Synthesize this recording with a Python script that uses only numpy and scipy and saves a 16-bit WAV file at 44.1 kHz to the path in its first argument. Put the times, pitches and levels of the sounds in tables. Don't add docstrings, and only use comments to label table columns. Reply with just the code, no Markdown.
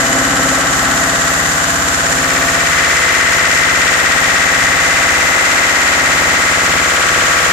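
import sys
import numpy as np
from scipy import signal
from scipy.fft import rfft, irfft
from scipy.io import wavfile
from scipy.ndimage import uniform_filter1d, minimum_filter1d, map_coordinates

SR = 44100
rng = np.random.default_rng(int(sys.argv[2]) if len(sys.argv) > 2 else 0)


def how_loud(loudness_db):
    steps = np.asarray(loudness_db, float) / 20
    return 10 ** steps


def generate_wav(sig):
    pcm = np.round(np.clip(np.atleast_2d(sig).T, -1, 1) * 32767).astype(np.int16)
    wavfile.write(sys.argv[1], SR, pcm)


N = 331632
CYCLE_HZ = 16.5139


def tilt(x, gain):
    cepstrum = irfft(np.log(gain + 1e-6), N)
    cepstrum[1:N // 2] *= 2
    cepstrum[N // 2 + 1:] = 0
    return irfft(rfft(x) * np.exp(rfft(cepstrum)), N)


def shape(hz, values):
    return np.interp(np.log(np.fft.rfftfreq(N, 1 / SR) + 1), np.log(hz), values)


def edge(hz, order=3):
    return 1 / (1 + (np.fft.rfftfreq(N, 1 / SR) / hz) ** (2 * order))


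def walk(rate, step=1):
    hold = int(SR / step / rate)
    count = -(-N // step)
    levels = np.repeat(rng.standard_normal(count // hold + 1), hold)
    return 1.38 * uniform_filter1d(uniform_filter1d(levels, hold), hold)[:count]


def ramp(at_s, takes_s):
    return .5 + .5 * np.tanh((np.arange(N) / SR - at_s) / takes_s)


def crank():
    # time in seconds, extra distance in metres.
    path = [(0, 0), (2.6, -.17), (3.85, .2), (4.9, .33), (6.4, .14), (7.52, -.73)]
    s = np.arange(N) / SR
    extra_m = uniform_filter1d(np.interp(s, *np.transpose(path)), size=22000)
    late_s = extra_m / 343
    return (s - .0067 - late_s) * CYCLE_HZ + 1 + 0.00096 * walk(3)


def puff(turn):
    swell = how_loud(5.0 * np.cos(2 * np.pi * (turn - .54)) + 2.6 * walk(12))
    band = np.sqrt(edge(14450, order=60) * (1 - edge(13800, order=60)))
    hiss = irfft(rfft(rng.standard_normal(N)) * band, N)
    port_gain = how_loud(np.array([[-1.], [1.]]))
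    return how_loud(-46.5) * swell * hiss / hiss.std() * port_gain


def standing(ports):
    spots = [
        (540, 32, 2, 1.33, 5),
        (770, 51, -2, 1, 2),
        (685, 36, 1, 2.7, 3),
        (400, 96, 1.5, 2, -3.5),
        (1183, 33, -0.1, 2.84, 6.5),
        (1910, 200, 1.5, 2.1, -5),
        (1510, 370, 7, 9, 1.5),
        (1905, 250, 6.5, 9, -3),
    ]
    bins, spectrum, out = np.fft.rfftfreq(N, 1 / SR), rfft(ports), ports
    for hz, width_hz, start_s, end_s, db in spots:
        band = irfft(spectrum / (1 + (2 * (bins - hz) / width_hz) ** 2), N)
        present = ramp(start_s, 0.077) - ramp(end_s, 0.16)
        out = out + (how_loud(db) - 1) * present * band
    return out


def head(turn, corner):
    # level in dB in the doorway, level in dB outside.
    tones_db = [(-41, -22.5), (-35, -28), (-30, -53.5), (-34.5, -40), (-37, -22), (-37, -31)]
    multiples = [115, 116, 117, 121, 123, 125]
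    meet = .94
    out = 0
    for order, (door_db, out_db) in zip(multiples, tones_db):
        shake = np.repeat(walk(6, step=16) + 1j * walk(6, step=16), 16)[:N]
        level = how_loud(door_db + (out_db - door_db) * corner)
        swing = level * np.exp(2j * np.pi * order * (turn - meet)) * (1 + 0.17 * shake)
        left = how_loud(1.0) * swing.real
        right = how_loud(-4.0) * (swing * np.exp(1.2j)).real
        out = out + np.sqrt(2) * np.array([left, right])
    return out * how_loud(.7 * np.cos(2 * np.pi * (turn - meet)) + 0.4 * walk(11))


def rattle(turn, corner, moving=0.914, still=0.99, even=0.7):
    size, count = int(SR / CYCLE_HZ), int(turn[-1]) + 3
    fresh = rfft(rng.standard_normal((count, size)))
    outside = np.interp(np.arange(count), turn, corner)
    memory = np.clip(moving + (still - moving) * outside ** 2, 0, .999)
    for k in range(1, count):
        fresh[k] = memory[k] * fresh[k - 1] + np.sqrt(1 - memory[k] ** 2) * fresh[k]
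    cycles = irfft(fresh / np.abs(fresh) ** even, size).ravel()
    return map_coordinates(cycles / cycles.std(), [turn * size], order=3)


def beat(ports, turn, corner, depth, casing_db):
    # place in the cycle 0-1, dB in the doorway, dB outside.
    blows = [
        [(.04, -7.5, -3), (.21, -4, 5), (.3, -4.5, -2), (.43, 5, 2.5), (.55, 1.5, 1), (.62, 3.5, 5),
         (.73, 4, -3.5), (.9, 5, 0)],
        [(.05, 8, 4), (.29, -2, -1), (.37, 6, 0), (.46, -5, -3.5), (.62, -6, -4), (.8, -3.5, 2.5)],
        [(.06, -1, 12), (.19, -3, 7), (.33, -4, -0.5), (.41, 7, -21), (.55, -4, -13), (.66, 5, 5.5),
         (.94, 4, -6)],
        [(.03, 5.5, 4.5), (.37, 0.5, -4.5), (.55, 0.5, -5), (.96, 2.5, 4.5)],
        [(.04, 4, 2.5), (.38, -2.5, -2), (.95, 1.5, 3.5)],
    ]
    widths = [0.03, 0.031, 0.016, 0.029, 0.03]
    tops_hz = [920, 1550, 2100, 4640]
    below = [0] + [edge(hz, order=4) for hz in tops_hz] + [1]
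    place, spectrum, out = np.linspace(0, 1, 500), rfft(ports), 0
    for part in range(len(blows)):
        at, *strength_db = np.transpose(blows[part])
        away = (place - at[:, None] + .5) % 1 - .5
        bumps = np.exp(-.5 * (away / widths[part]) ** 2)
        door_db, out_db = (np.interp(turn % 1, place, db @ bumps) for db in strength_db)
        gate = how_loud(depth * (door_db + (out_db - door_db) * corner) + 0.75 * walk(13))
        gate = gate / np.sqrt(uniform_filter1d(gate ** 2, size=10680))
        band = irfft(spectrum * (below[part + 1] - below[part]), N)
        out = out + band * gate * how_loud(casing_db * (part == 0))
    return out


def clatter(turn, corner, back):
    # frequency in Hz, then dB for doorway left, doorway right,
    # outside left, outside right.
    colours = [(290, 8.5, 4, 8, 1), (430, 3.5, -0.5, 6.5, 2), (627, 7, 5, 7, 9), (988, 9.5, 1.5, 6.5, 2.5),
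               (1190, 10.5, 7, 12.5, 12.5), (1625, 13, 5, 17, 10), (2320, 4.5, -4, 13.5, 8),
               (3160, 3, -1.5, 8, 4), (4670, 0.5, -1.5, 3, 0.5), (5750, -0.5, 1.5, 4.5, 3),
               (7140, -9, 12.5, -6.5, 10.5), (8690, -20, -1.5, -7.5, -1.5), (10000, -21, -5, -16, -5.5),
               (12900, -18, -7.5, -15.5, -8.5)]
    # frequency in Hz, width in Hz, dB over the colour in
    metal_rings = [(369, 16.3, 6.5, 5, 7, 13), (411, 21, -13, 5, -13, 2), (495.1, 9, 6.5, 11, 9.5, 11),
                   (551.7, 17.7, 10.5, 12.5, 13, -2.5), (673.2, 23, 10, 12.5, 7, 9),
                   (797, 41, 3, 7, 4.5, 5.5), (872, 24, -13, 10, 11.5, -14), (908, 61, -13, -12, -5, -17),
                   (970, 14.3, 0, -6, 12.5, 11), (1055, 12, 7, 11.5, -3, 8.5), (1119, 16, 0, 2, 12, 10),
                   (1160, 14, 4, 6, 9.5, 3.5),
                   (1193, 21, -1.5, -8, 6, -24), (1306, 11, 10.5, 13.5, 12, -18), (1347, 16, 13, 11, 8, 1),
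                   (1441, 26, 9.5, -11, -3.5, 12.5), (1500, 15, 14, 6, 5, 2), (1526, 9.5, 1, -12, -8, 10),
                   (1600, 28, 6, 16.5, 6.5, 3), (1692, 20, 12.5, -5, 8.5, -20),
                   (1867, 110, 10, -6, 8.5, 10.5), (1932, 49, 5.5, 12, 0.5, 0.5), (2014, 75, 6, -9, 7.5, 1),
                   (2368, 27, 4, 1, 3.5, 5), (2975, 21, 9, 14, -27, -4)]
    # frequency in Hz, share repeating from cycle to cycle 0-1, likeness of the ports 0-1.
    orderly = [(314, 0.91, 1), (700, 0.91, 0.87), (1460, 1, 0.06), (2330, 0.8, 0.35), (2960, 0.89, 0),
               (5070, 0.8, 0), (7000, 0, 0.29), (10000, 0.04, 0)]
    hz, repeat, alike = np.transpose(orderly)
    repeat, alike = (np.clip(shape(hz, v), 0, 1) for v in (repeat, alike))
    noises = []
    for _ in range(2):
        steady = np.sqrt(repeat) * rfft(rattle(turn, corner))
        noises.append(steady + np.sqrt(1 - repeat) * rfft(rng.standard_normal(N)))
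    near, far = noises
    ports = irfft(np.array([near, alike * near + np.sqrt(1 - alike ** 2) * far]), N)

    bins, heard = np.fft.rfftfreq(N, 1 / SR), []
    ends = (1 - edge(307, order=5)) * edge(13350, order=50)
    colour_hz, *colour_db = np.transpose(colours)
    for place in range(4):
        rings = 1
        for ring_hz, width_hz, *ring_db in metal_rings:
            peak = (1 + (2 * (bins - ring_hz) / width_hz) ** 2) ** 2
            rings = rings + (how_loud(2 * ring_db[place]) - 1) / peak
        colour = how_loud(shape(colour_hz, colour_db[place]))
        heard.append(tilt(ports[place % 2], colour * np.sqrt(np.maximum(rings, .05) * ends)))
    door, outside = np.array(heard[:2]), np.array(heard[2:])
    depth = 1 - 0.41 * ramp(7.2, .03)
    casing_db = 3.5 * (.7 - back)
    mixed = beat((1 - corner) * door + corner * outside, turn, corner, depth, casing_db)
    return how_loud(-60) * np.sqrt(SR / 2) * mixed


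def thump(turn, back, step=16):
    # multiple of the cycle, dB in the doorway, dB outside.
    orders_db = [(2, -60, -59), (3, -41, -46), (4, -34, -37.5), (5, -41, -36.5), (6, -46, -43.5),
                 (7, -35.5, -48), (8, -35, -43.5), (9, -37.5, -38.5), (10, -32, -39.5), (11, -40, -44),
                 (12, -39.5, -44), (13, -42, -53), (14, -32.5, -44.5), (15, -34, -49), (16, -26, -37),
                 (17, -28.5, -47), (18, -37.5, -43), (19, -41, -59), (20, -43, -53.5)]
    pushes = [(5, .56, .02, 4), (12, .53, .1, 9), (20, .4, -.1, 16)]
    turn, back, ports = turn[::step], back[::step], 0
    for order, door_db, out_db in orders_db:
        top, place, spread, centre = next(push for push in pushes if order <= push[0])
        start = -place * order - spread * (order - centre) ** 2
        level = how_loud(door_db + (out_db - door_db) * back) * np.sqrt(2)
        swing = level * np.exp(2j * np.pi * (order * turn + start))
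        shake, apart = (walk(14, step=step) + 1j * walk(14, step=step) for _ in range(2))
        common = 1 + (.12 if order < 6 else .3) * shake
        lean = how_loud(0.15 * order - 1.5)
        left = lean * (common + 0.21 * apart)
        right = (common - 0.11 * apart) / lean
        ports = ports + (swing * np.array([left, right])).real
    return signal.resample_poly(ports, step, 1, axis=1)[:, :N] * how_loud(1.1 * walk(5.9))


def scene():
    # time of the step in seconds, share of the way round the corner 0-1.
    steps = [
        (2.2, 0.36),
        (2.7, .45),
    ]
    post = ramp(2.37 - 0.19, 0.082) - ramp(2.37 + 0.19, 0.078)
    back = 0.87 * ramp(1.0, 0.63) - 0.36 * post
    corner = np.clip(.13 + sum(share * ramp(s, 0.12) for s, share in steps), 0, 1)
    turn = crank()
    thump_db = 0.2 - 1.7 * corner
    low = how_loud(thump_db) * thump(turn, back)
    metal = standing(clatter(turn, corner, back) + head(turn, corner))
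    return low + metal + puff(turn)


def low_pass(x):
    return signal.sosfilt(signal.butter(12, 14860, fs=SR, output="sos"), x)


def record(dry):
    need = np.minimum(1, .86 / (np.abs(dry).max(axis=0) + 1e-9))
    gain = uniform_filter1d(minimum_filter1d(need, size=161), size=81)
    rounded = np.tanh(0.95 * dry * gain)
    gap_top = edge(14500, order=150) - edge(13760, order=150)
    top = .2 * edge(14500, order=150) + edge(13400, order=150) + gap_top
    return low_pass(irfft(rfft(rounded) * top, N))


dry = scene()
out = record(dry)
generate_wav(out)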